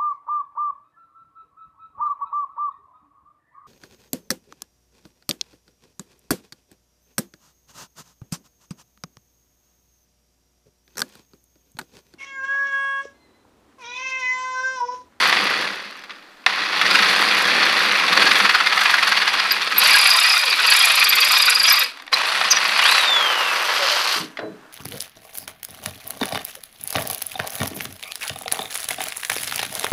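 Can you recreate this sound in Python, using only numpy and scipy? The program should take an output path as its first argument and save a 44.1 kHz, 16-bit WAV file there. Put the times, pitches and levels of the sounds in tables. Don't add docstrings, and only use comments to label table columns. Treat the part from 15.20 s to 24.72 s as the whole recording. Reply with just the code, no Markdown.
import sys
import numpy as np
from scipy import signal
from scipy.fft import rfft, irfft
from scipy.io import wavfile
from scipy.ndimage import uniform_filter1d

SR = 44100
rng = np.random.default_rng(int(sys.argv[2]) if len(sys.argv) > 2 else 0)


def store_pcm(level_fs):
    pcm = np.round(np.clip(level_fs, -1, 1) * 32767).astype(np.int16)
    wavfile.write(sys.argv[1], SR, np.atleast_2d(pcm).T)


N = 419876
TIME = np.arange(N) / SR
GRID_HZ = np.fft.rfftfreq(4096, 1 / SR) + 1e-3


def from_db(db):
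    return 10 ** (np.asarray(db) / 20)


def rms_one(x):
    return x / np.sqrt(np.mean(x ** 2) + 1e-20)


def in_time(rows):
    s, *columns = np.transpose(rows)
    return [np.interp(TIME, s, c) for c in columns]


def drift(rate):
    return rms_one(np.interp(TIME * rate, np.arange(N), rng.standard_normal(N)))


def band(x, order, hz, kind="low"):
    return signal.sosfilt(signal.butter(order, hz, kind, fs=SR, output="sos"), x)


def coloured(x, spectrum):
    hz, db = np.transpose(spectrum)
    level = np.interp(np.log(GRID_HZ), np.log(hz), db)
    cepstrum = irfft(np.log(from_db(level)))
    half = len(cepstrum) // 2
    cepstrum[1:half] *= 2
    cepstrum[half + 1:] = 0
    response = irfft(np.exp(rfft(cepstrum)))
    return signal.oaconvolve(x, response / np.linalg.norm(response))[:N]


def resonate(x, modes):
    t = TIME[:SR // 5]
    response = np.zeros(len(t))
    for hz, width, db in modes:
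        decay = np.exp(-np.pi * width * t)
        response += from_db(db) * width * decay * np.cos(2 * np.pi * hz * t)
    return signal.oaconvolve(x, response / np.linalg.norm(response))[:N]


def decaying(kicks, decay_s):
    return signal.lfilter([1], [1, -np.exp(-1 / (decay_s * SR))], kicks + 1e-18)


def grit(rate, spread_db):
    sizes = from_db(spread_db * np.minimum(rng.exponential(1, N), 4))
    kicks = (rng.random(N) < rate / SR) * sizes
    power = decaying(kicks ** 2, 0.0012)
    return rms_one(np.sqrt(power) * rng.standard_normal(N))


def swell(s, length, lean):
    first = max(int((s - 3 * length) * SR), 0)
    at = np.arange(first, min(int((s + 4 * length) * SR), N))
    u = (at / SR - s) / length
    return at, np.exp(-np.log(4) * (u / np.where(u < 0, 1 / lean, lean)) ** 2)


def slips(rows, length, waver, waver_rate, sag):
    tones, envelope, wander = np.zeros(N), np.zeros(N), drift(waver_rate)
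    for s, db, hz in rows:
        at, shape = swell(s, length, lean=1.0)
        pitch = hz * (1 + waver * wander[at] - sag * (TIME[at] - s))
        phase = 2 * np.pi * np.cumsum(pitch) / SR
        tones[at] += from_db(db) * shape * np.sqrt(2) * np.sin(phase)
        envelope[at] += from_db(db) * shape
    return tones, envelope


def burst(s, db, t60):
    out, start = np.zeros(N), int(s * SR)
    t = TIME[:min(SR // 2, N - start)]
    out[start:start + len(t)] = from_db(db - 60 * t / t60) * rng.standard_normal(len(t))
    return out


# (frequency [Hz], level per hertz [dB])
ROOM_TONE = [(12, -27.5), (20, -4), (27, -35.5), (139, -28), (233, -15), (266, -7.5), (401, -15),
             (1700, -10), (1950, -19), (13500, -38)]


def room_floor():
    return from_db(-51.0) * coloured(rng.standard_normal(N), ROOM_TONE)


def workshop(x, t60, dull_hz):
    t = TIME[:SR // 2]
    tail = rng.standard_normal(len(t)) * from_db(-60 * t / t60) * (t > .006)
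    tail = band(tail, 1, min(dull_hz, .45 * SR))
    return signal.oaconvolve(x, tail / np.linalg.norm(tail))[:N]


# (time [s], share of the second hole, share of free running in what is not the first)
CONTACT = [(4.1, 0.35, 0), (4.65, 1, 0.047), (6.7, 1, 0.022), (6.92, 0.8, 0.53), (7.75, 0.93, 0.21),
           (7.9, 1, 1)]


def shares():
    second, free = np.clip(in_time(CONTACT), 0, 1)
    return 1 - second, second * (1 - free), second * free


# (frequency [Hz], level per hertz [dB])
FIRST_HOLE = [(210, -53), (350, -26), (623, -12), (799, -4), (875, -6), (1170, -0.5), (1540, -2),
              (1950, 2.5), (2250, 0), (3160, -8.5), (3420, -2.5), (3790, -8), (4620, -8.5), (6750, -26.5),
              (8000, -39), (10400, -33), (17600, -120)]
SECOND_HOLE = [(210, -79.5), (350, -24.5), (498, -19.5), (898, -9.5), (1040, -5), (1870, -3), (2050, -3.5),
               (2430, 5), (3040, -4.5), (4210, 0), (4860, -1.5), (5330, -6.5), (6000, -10.5), (6660, -18.5),
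               (8000, -23.5), (10400, -27), (17600, -120)]
FREE_RUN = [(180, -42.5), (300, -18), (506, -6.5), (564, -2.5), (647, -5.5), (774, -3), (1120, 3.5),
            (2200, -1.5), (2670, -1.5), (3710, -7), (4810, -8), (6970, -26), (8000, -28), (10400, -40),
            (17600, -120)]
# (frequency [Hz], width [Hz], level [dB])
STEEL = [(1090, 98, -9), (1900, 27, 2), (2280, 53, -9), (3200, 79, -4), (4860, 51, 1), (4730, 130, 8),
         (4960, 80, 17), (5830, 130, -29)]


def cut_colour(x, steel_db):
    first, second, free = x * np.sqrt(shares())
    plate = from_db(-2.5) * coloured(second, SECOND_HOLE) + from_db(steel_db) * resonate(second, STEEL)
    return coloured(first, FIRST_HOLE) + plate + coloured(free, FREE_RUN)


# (frequency [Hz], level per hertz [dB])
CHIPS = [(3530, -49), (6000, -1.5), (6420, -10.5), (6730, -11.5), (7380, -12.5), (10300, -10),
         (13200, -11.5), (14000, -19), (14700, -27), (15500, -45)]


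def chip_colour(x):
    return coloured(x, CHIPS)


# (frequency [Hz], width [Hz], level [dB])
BIT = [(5850, 180, -1), (7170, 220, 2), (7630, 140, -10), (7880, 300, -1), (9120, 250, 2), (9530, 360, -4),
       (10450, 200, 7.5), (11360, 130, -5), (11520, 190, 3.5), (12580, 200, -3)]


def bit_ring(x):
    return band(resonate(x, BIT), 6, [5500, 13000], "band")


# (start [s], end [s], tick level [dB])
LOOSE = [(.45, .85, -36.5), (.85, 1.24, -45.5), (6.7, 6.93, -32)]
LOOSE_TICKS_PER_S, LOOSE_DECAY_S = 45, 0.0024


def loose_ticks():
    sizes = sum(from_db(db) * ((TIME > start) & (TIME < end)) for start, end, db in LOOSE)
    born = rng.random(N) < LOOSE_TICKS_PER_S / SR
    scatter = from_db(3.9 * np.minimum(rng.standard_normal(N), 1.5))
    ticks = decaying(sizes * born * scatter, LOOSE_DECAY_S) * rng.standard_normal(N)
    return coloured(ticks, FIRST_HOLE) + from_db(-14) * chip_colour(ticks)


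# (time [s], level [dB], t60 [s])
CLACKS = [(.054, -10, 0.041), (.095, -12.5, 0.02), (.126, -8.5, 0.045), (.169, -11, .038),
          (0.817, -41, .027), (.895, -28.5, 0.044), (.906, -26, .04), (1.24, -36, .02), (1.263, -2, 0.036),
          (1.614, -10, 0.018), (4.513, -20, 0.026), (6.799, -28, .03), (6.878, -25, .015),
          (6.928, -9.5, 0.034), (7.213, -7.5, .03), (7.371, -8.5, .025), (7.593, -5.5, 0.016),
          (7.782, -10, 0.013), (7.796, -15, 0.041), (9.171, -24.5, .037), (9.19, -26.5, 0.046)]
# (time [s], level [dB], t60 [s], upper band edge [Hz])
THUDS = [(8.956, -25.5, 0.21, 353), (9.0, -22, 0.38, 281), (9.188, -30, 0.23, 1500),
         (9.226, -21.5, 0.23, 524), (9.275, -27, 0.53, 300), (9.452, -47, 0.09, 1400)]
# (frequency [Hz], width [Hz], level [dB])
BENCH = [(168.5, 53, -30.5), (320, 19, -1.5), (433, 46, 3), (630, 85, 2.5), (990, 270, -7),
         (1500, 280, -2.5)]


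def knocks():
    clacks = coloured(sum(burst(*row) for row in CLACKS), FIRST_HOLE)
    blows = np.zeros(N)
    for s, db, t60, hz in THUDS:
        blows += band(burst(s, db, t60) + 1e-18, 2, [130, max(hz, 200)], "band")
    return clacks + from_db(5.5) * resonate(blows, BENCH)


# (time [s], frequency [Hz], level [dB], t60 [s])
PING = (9.19, 3990, -47, .45)


def ping(s, hz, db, t60):
    t = np.maximum(TIME - s, 0)
    pair = np.sin(2 * np.pi * hz * t) + .5 * np.sin(2 * np.pi * (hz - 14) * t)
    return from_db(db - 60 * t / t60) * pair


# (time [s], level [dB])
COAST = [(8.3, -88), (8.45, -31), (8.7, -20.5), (8.97, -24), (9.06, -42), (9.14, -90)]
# (frequency [Hz], width [Hz], level [dB])
GEARS = [(3100, 440, 0), (4360, 1200, 1.5)]


def coasting():
    rattle = from_db(in_time(COAST)[0]) * grit(rate=690, spread_db=2.0)
    return band(resonate(rattle, GEARS), 2, [2000, 5800], "band")


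# (start [s], release [s], run-down t60 [s], level [dB])
PULLS = [(-.05, .41, 1.08, 0), (0.904, 0.86, 0.46, -18), (1.264, 6.64, 0.29, 0), (6.915, 8.975, .3, 0)]
SPIN_UP_S, IDLE_DB = 0.015, -31


def running():
    gain = from_db(IDLE_DB)
    for start, release, t60, db in PULLS:
        spin_up = np.clip((TIME - start) / SPIN_UP_S, 0, 1)
        gain = gain + spin_up * from_db(db - 60 * np.maximum(TIME - release, 0) / t60)
    return 20 * np.log10(gain)


SURGE_DB, SURGE_DECAY_S = 12, .05


def surge():
    extra = np.zeros(N)
    for start, *_ in PULLS:
        extra += SURGE_DB * (TIME > start) * np.exp(-np.abs(TIME - start) / SURGE_DECAY_S)
    return extra


# (time [s], speed [bites/s])
FIRST_PASS = [(1.616, 18.7), (1.84, 29.2), (2.09, 33.4), (2.33, 27.0), (2.62, 28.0), (2.97, 20.5),
              (3.17, 23.0), (3.47, 15.5), (3.62, 25.0), (3.95, 20.4), (4.13, 16.4), (4.54, 20.3)]
SECOND_PASS = [(4.573, 17.2), (4.75, 39.3), (4.96, 29.3), (5.13, 35.8), (5.37, 13.0), (5.57, 36.5),
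               (5.66, 31.8), (5.93, 15.4), (6.13, 32.4), (6.34, 19.8), (6.51, 33.8), (6.66, 21.9)]
THIRD_PASS = [(6.932, 22.6), (7.19, 32.9), (7.36, 21.1), (7.5, 28.9), (7.85, 34.5)]
# (speed curve, nominal bite length [s])
PASSES = [(FIRST_PASS, 0.0098), (SECOND_PASS, .0125), (THIRD_PASS, 0.0083)]
USUAL_BITES_PER_S = 27


def bit_speed():
    speed, = in_time(FIRST_PASS + SECOND_PASS + THIRD_PASS)
    touching = sum(1. * ((TIME > curve[0][0]) & (TIME < curve[-1][0])) for curve, _ in PASSES)
    return speed, uniform_filter1d(touching, size=2000)


ROTOR_TURNS_PER_BITE = 22.3
ROTOR_DB, ROTOR_FIRST_HOLE_DB, ROTOR_DB_PER_OCTAVE = -44, -52, 9


def rotor_hum(speed, touching):
    turn = 2 * np.pi * np.cumsum(ROTOR_TURNS_PER_BITE * speed * (1 + .03 * drift(220))) / SR
    hum_db = ROTOR_DB + (ROTOR_FIRST_HOLE_DB - ROTOR_DB) * shares()[0]
    hum_db = hum_db + ROTOR_DB_PER_OCTAVE * np.log2(speed / USUAL_BITES_PER_S)
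    hum_db = hum_db + surge() + 4 * np.minimum(drift(30), 1)
    return np.sqrt(2) * touching * from_db(hum_db) * (np.sin(turn) + .5 * np.sin(2 * turn))


# (time [s], level [dB])
WHINE = [(7.58, -45), (7.625, -17), (7.75, -23), (7.83, -30), (7.92, -16.5), (8.13, -28), (8.3, -29),
         (8.4, -46)]
WHINE_TOP_S, WHINE_TOP_HZ = 7.74, 4070
WHINE_ARCH_HZ_PER_S2, WHINE_FALL_PER_S = 130000, .77


def free_whine():
    since = TIME - WHINE_TOP_S
    rise_hz = np.maximum(WHINE_TOP_HZ - WHINE_ARCH_HZ_PER_S2 * np.minimum(since, 0) ** 2, 0)
    whine_hz = rise_hz * np.exp(-WHINE_FALL_PER_S * np.maximum(since, 0))
    waver = 0.0028 * drift(250) + .04 * np.clip(-10 * since, 0, 1) * drift(700)
    phase = 2 * np.pi * np.cumsum(whine_hz * (1 + waver)) / SR
    sounding = uniform_filter1d(1. * ((TIME > WHINE[0][0]) & (TIME < WHINE[-1][0])), size=1500)
    level = sounding * from_db(in_time(WHINE)[0] + 1.8 * drift(60))
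    return np.sqrt(2) * level * (np.sin(phase) + from_db(-24) * np.sin(2 * phase))


# (time [s], level [dB], frequency [Hz])
HOOTS = [(8.63, -24.5, 572), (8.73, -29.5, 595)]


def motor(speed, touching):
    hoots = slips(HOOTS, length=.028, waver=0.017, waver_rate=160, sag=1.074)[0]
    return rotor_hum(speed, touching) + free_whine() + hoots


def snaps(hiss_db, per_s, level_db, spread_db):
    born = rng.random(N) < per_s * (1 - shares()[2]) / SR
    sizes = born * from_db(hiss_db + level_db + spread_db * np.minimum(rng.exponential(1, N), 2))
    return chip_colour(decaying(sizes, 0.0019) * rng.standard_normal(N))


# (frequency [Hz], level per hertz [dB])
HOUSING = [(53, -65), (90, -22), (145, -7), (199, -4.5), (254, -3.5), (296, 4), (329, 1.5), (394, 2.5),
           (432, 3.5), (550, 6), (720, -7), (1210, -120)]


def gearbox(grind_db, rumble_db, hiss_db):
    grind = cut_colour(from_db(grind_db - 1.0) * grit(rate=1500, spread_db=2.0), steel_db=-10.0)
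    shake = from_db(rumble_db) * grit(rate=1000, spread_db=-1.5)
    lowest_mode = resonate(shake, [(207.3, 19, 0)])
    rumble = coloured(shake, HOUSING) + from_db(-9.5) * lowest_mode
    rubbing, tight = from_db(hiss_db - 1.5) * grit(rate=1000, spread_db=3.0), shares()[1]
    hiss = chip_colour(rubbing * np.sqrt(1 - .85 * tight))
    ringing = from_db(-1) * bit_ring(rubbing * np.sqrt(tight))
    return grind + rumble + hiss + ringing + snaps(hiss_db, per_s=30, level_db=6.5, spread_db=5.0)


# (frequency [Hz], level against the bite [dB], glide [share of the pitch per s])
KNOCK = [(1318, -13, 0.84), (1650, -12, -0.83), (3450, -19, 0.82)]
CHATTER = [(1250, -14, 4.5), (1900, -15.5, -3.5), (2440, -8.5, 2.5), (3690, -11, 6)]


def chatter(rows, tones, scatter, waver):
    out, chance = np.zeros(N), rng.standard_normal((len(rows), len(tones), 2))
    wander = drift(450)
    for (s, db, length), draws in zip(rows, chance):
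        at, shape = swell(s, length, lean=0.98)
        for (hz, share_db, glide), (detune, strength) in zip(tones, draws):
            pitch = hz * (1 + scatter * detune + waver * wander[at] + glide * (TIME[at] - s))
            tone = np.sin(2 * np.pi * np.cumsum(pitch) / SR)
            out[at] += from_db(db + share_db + 3.2 * strength) * shape * tone
    return np.sqrt(2) * out


# (time [s], level [dB], frequency [Hz])
SCREECHES = [(4.323, -20, 12700), (4.586, -7.5, 12900), (5.894, -13, 11950), (6.529, -12, 12350),
             (6.595, -18, 12000), (7.315, -25, 12570)]


def screeches():
    return slips(SCREECHES, length=0.006, waver=.008, waver_rate=840, sag=0.62)[0]


def flute_times(curve, offset):
    t = TIME[(TIME >= curve[0][0]) & (TIME <= curve[-1][0])]
    cycles = np.cumsum(np.interp(t, *np.transpose(curve))) / SR
    return np.interp(np.arange(offset, cycles[-1]), cycles, t)


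# (time [s], squeak level [dB], squeak frequency [Hz], chirp level [dB])
STICKING = [(4.62, -22, 10750, -16), (4.98, -24, 10850, -10), (5.18, -29, 10400, -13.5),
            (5.37, -34, 10440, -24), (5.48, -19.5, 10900, -9.5), (5.719, -24.5, 10540, -30),
            (5.88, -20, 11900, -9.5), (6.15, -20, 11700, -14.5), (6.44, -23, 11100, -11.5),
            (6.62, -28, 12000, -16)]
STICK_SHARE = .44
SQUEAK_SCATTER_DB, SQUEAK_DETUNE = 2.65, 0.024
CHIRP_LAG_S, CHIRP_SCATTER_DB, CHIRP_DETUNE = .009, 3.5, 0.0178
CHIRP_HZ, CHIRP_HZ_PER_OCTAVE = 4818, 231


def sticks():
    s = flute_times(SECOND_PASS, STICK_SHARE)
    times, *columns = np.transpose(STICKING)
    squeak_db, squeak_hz, chirp_db = [np.interp(s, times, c) for c in columns]
    octaves = np.log2(np.interp(s, *np.transpose(SECOND_PASS)) / USUAL_BITES_PER_S)
    chance = rng.standard_normal((len(s), 4)).T
    squeak_db = squeak_db + SQUEAK_SCATTER_DB * chance[0]
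    squeak_hz = squeak_hz * (1 + SQUEAK_DETUNE * chance[1])
    chirp_db = chirp_db + CHIRP_SCATTER_DB * chance[2]
    chirp_hz = (CHIRP_HZ + CHIRP_HZ_PER_OCTAVE * octaves) * (1 + CHIRP_DETUNE * chance[3])
    return list(zip(s, squeak_db, squeak_hz)), list(zip(s + CHIRP_LAG_S, chirp_db, chirp_hz))


# (time [s], level [dB], frequency [Hz])
SNAGS = [(4.315, -8.5, 4800), (6.487, -11, 5900), (6.941, -7, 4080), (7.314, -6.5, 6160),
         (7.321, -7.5, 5820), (7.368, -13, 5870)]


def squeaks():
    squeak_rows, chirp_rows = sticks()
    edge, stuck = slips(squeak_rows, length=.0065, waver=0.016, waver_rate=1100, sag=2.49)
    shank, shaking = slips(chirp_rows + SNAGS, length=0.009, waver=0.022, waver_rate=1000, sag=.8)
    rasp = bit_ring(stuck * grit(rate=1500, spread_db=4.0))
    upper_steel = [mode for mode in STEEL if mode[0] > 4000]
    judder = resonate(shaking * rng.standard_normal(N), upper_steel)
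    squeal = from_db(-2.5) * edge + from_db(0.5) * rasp
    return squeal + from_db(-4.5) * shank + from_db(-10.5) * judder, stuck


# (time [s], bite level [dB])
PRESSURE = [(1.6, -16.5), (1.8, -10.5), (2.0, -25), (2.8, -22), (2.98, -12), (3.78, -12.5), (4.1, -15),
            (4.53, -21.5), (4.66, -14.5), (5.35, -16), (5.5, -13), (6.55, -14), (7.0, -23.5), (7.25, -19),
            (7.55, -16.5), (7.75, -10.5), (7.85, -28)]
BITE_SCATTER_DB, BITE_LENGTH_SCATTER = 1.7, .18


def bites_of(curve, length):
    s = flute_times(curve, 0)
    strength, stretch = rng.standard_normal((len(s), 2)).T
    db = np.interp(s, *np.transpose(PRESSURE)) + BITE_SCATTER_DB * strength
    return np.column_stack([s, db, max(length, .004) * np.exp(BITE_LENGTH_SCATTER * stretch)])


def bite_force(rows):
    force = np.zeros(N)
    for s, db, length in rows:
        at, shape = swell(s, length * .9, lean=1.3)
        force[at] += from_db(db) * shape
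    return force


def plate_rings(force, level_db, swing_db, tilt_db, width_hz):
    out = np.zeros(N)
    for hz in np.geomspace(1080, 5000, num=12) * (1 + .02 * rng.standard_normal(12)):
        coupling = rms_one(from_db(swing_db * np.minimum(drift(35), 2)))
        drive = force * coupling * rng.standard_normal(N)
        mode_db = level_db + tilt_db * np.log2(hz / 1080)
        out += from_db(mode_db) * resonate(drive, [(hz, width_hz, 0)])
    return band(out, 3, [800, 5500], "band")


def bites(force, grind_db):
    tear = cut_colour(force * from_db(-0.87) * grit(rate=2200, spread_db=4.0), steel_db=-15.0)
    tear = band(tear + 1e-18, 2, 650, "high")
    ring_force = force + 0.36 * from_db(grind_db)
    rings = plate_rings(ring_force, level_db=-17, swing_db=9.5, tilt_db=-0.5, width_hz=67)
    spray = chip_colour(force * from_db(-24.5) * grit(rate=460, spread_db=4.5))
    jolt = band(force ** 2 * rng.standard_normal(N) + 1e-18, 1, 90)
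    return tear + rings + spray + from_db(-22.5) * jolt


# (time [s], gear grind [dB], housing rumble [dB], chip hiss [dB])
LOAD = [(0, -16, -36.5, -36.5), (.35, -22, -36, -47), (1.5, -23, -43, -53), (1.7, -17, -34, -38.5),
        (2.5, -17.5, -35, -41.5), (2.82, -18.5, -37.5, -43), (3.0, -15.5, -31.5, -34.5),
        (3.45, -19.5, -42.5, -38.5), (4.3, -20, -46, -38.5), (4.54, -25, -43.5, -44),
        (4.63, -11, -41.5, -36), (5.15, -20, -59, -38), (5.5, -13.5, -51, -34.5), (6.6, -18.5, -53, -37.5),
        (7.05, -23, -48.5, -39.5), (7.55, -21, -46.5, -39), (7.7, -17.5, -48, -32),
        (7.9, -19.5, -50, -38.5), (8.65, -20.5, -54, -35), (8.98, -25.5, -54.5, -32)]
GRIND_DB_PER_OCTAVE, HISS_DB_PER_OCTAVE = 2, 7


def drill_levels(speed, touching):
    octaves, on_db = touching * np.log2(speed / USUAL_BITES_PER_S), running()
    grind_db, rumble_db, hiss_db = in_time(LOAD)
    grind_db = grind_db + on_db + GRIND_DB_PER_OCTAVE * octaves
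    rumble_db = rumble_db + 0.85 * on_db
    hiss_db = hiss_db + 1.16 * on_db + HISS_DB_PER_OCTAVE * octaves
    return grind_db, rumble_db, hiss_db


def scene():
    speed, touching = bit_speed()
    grind_db, rumble_db, hiss_db = drill_levels(speed, touching)
    first, second, third = [bites_of(curve, length) for curve, length in PASSES]
    force = bite_force(np.vstack([first, second, third]))
    squeal, stuck = squeaks()
    cutting = gearbox(grind_db, rumble_db, hiss_db) + bites(force, grind_db)
    cutting = cutting / (1 + 3.1 * stuck)
    plate = chatter(first, KNOCK, scatter=0.0499, waver=0.023)
    plate = plate + chatter(second, CHATTER, scatter=0.0393, waver=0.021)
    handling = loose_ticks() + knocks() + ping(*PING)
    near = handling + coasting() + motor(speed, touching) + plate + squeal + screeches() + cutting
    tail = from_db(-17.0) * workshop(near, t60=0.22, dull_hz=8000)
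    return (near + tail + room_floor())[None]


CUTOFF_HZ = 15400


def record(dry):
    ceiling = .95
    rounded = dry / (1 + (dry / ceiling) ** 6) ** (1 / 6)
    return signal.sosfilt(signal.ellip(10, .1, 80, CUTOFF_HZ, fs=SR, output="sos"), rounded)


dry = scene()
out = record(dry)
store_pcm(out)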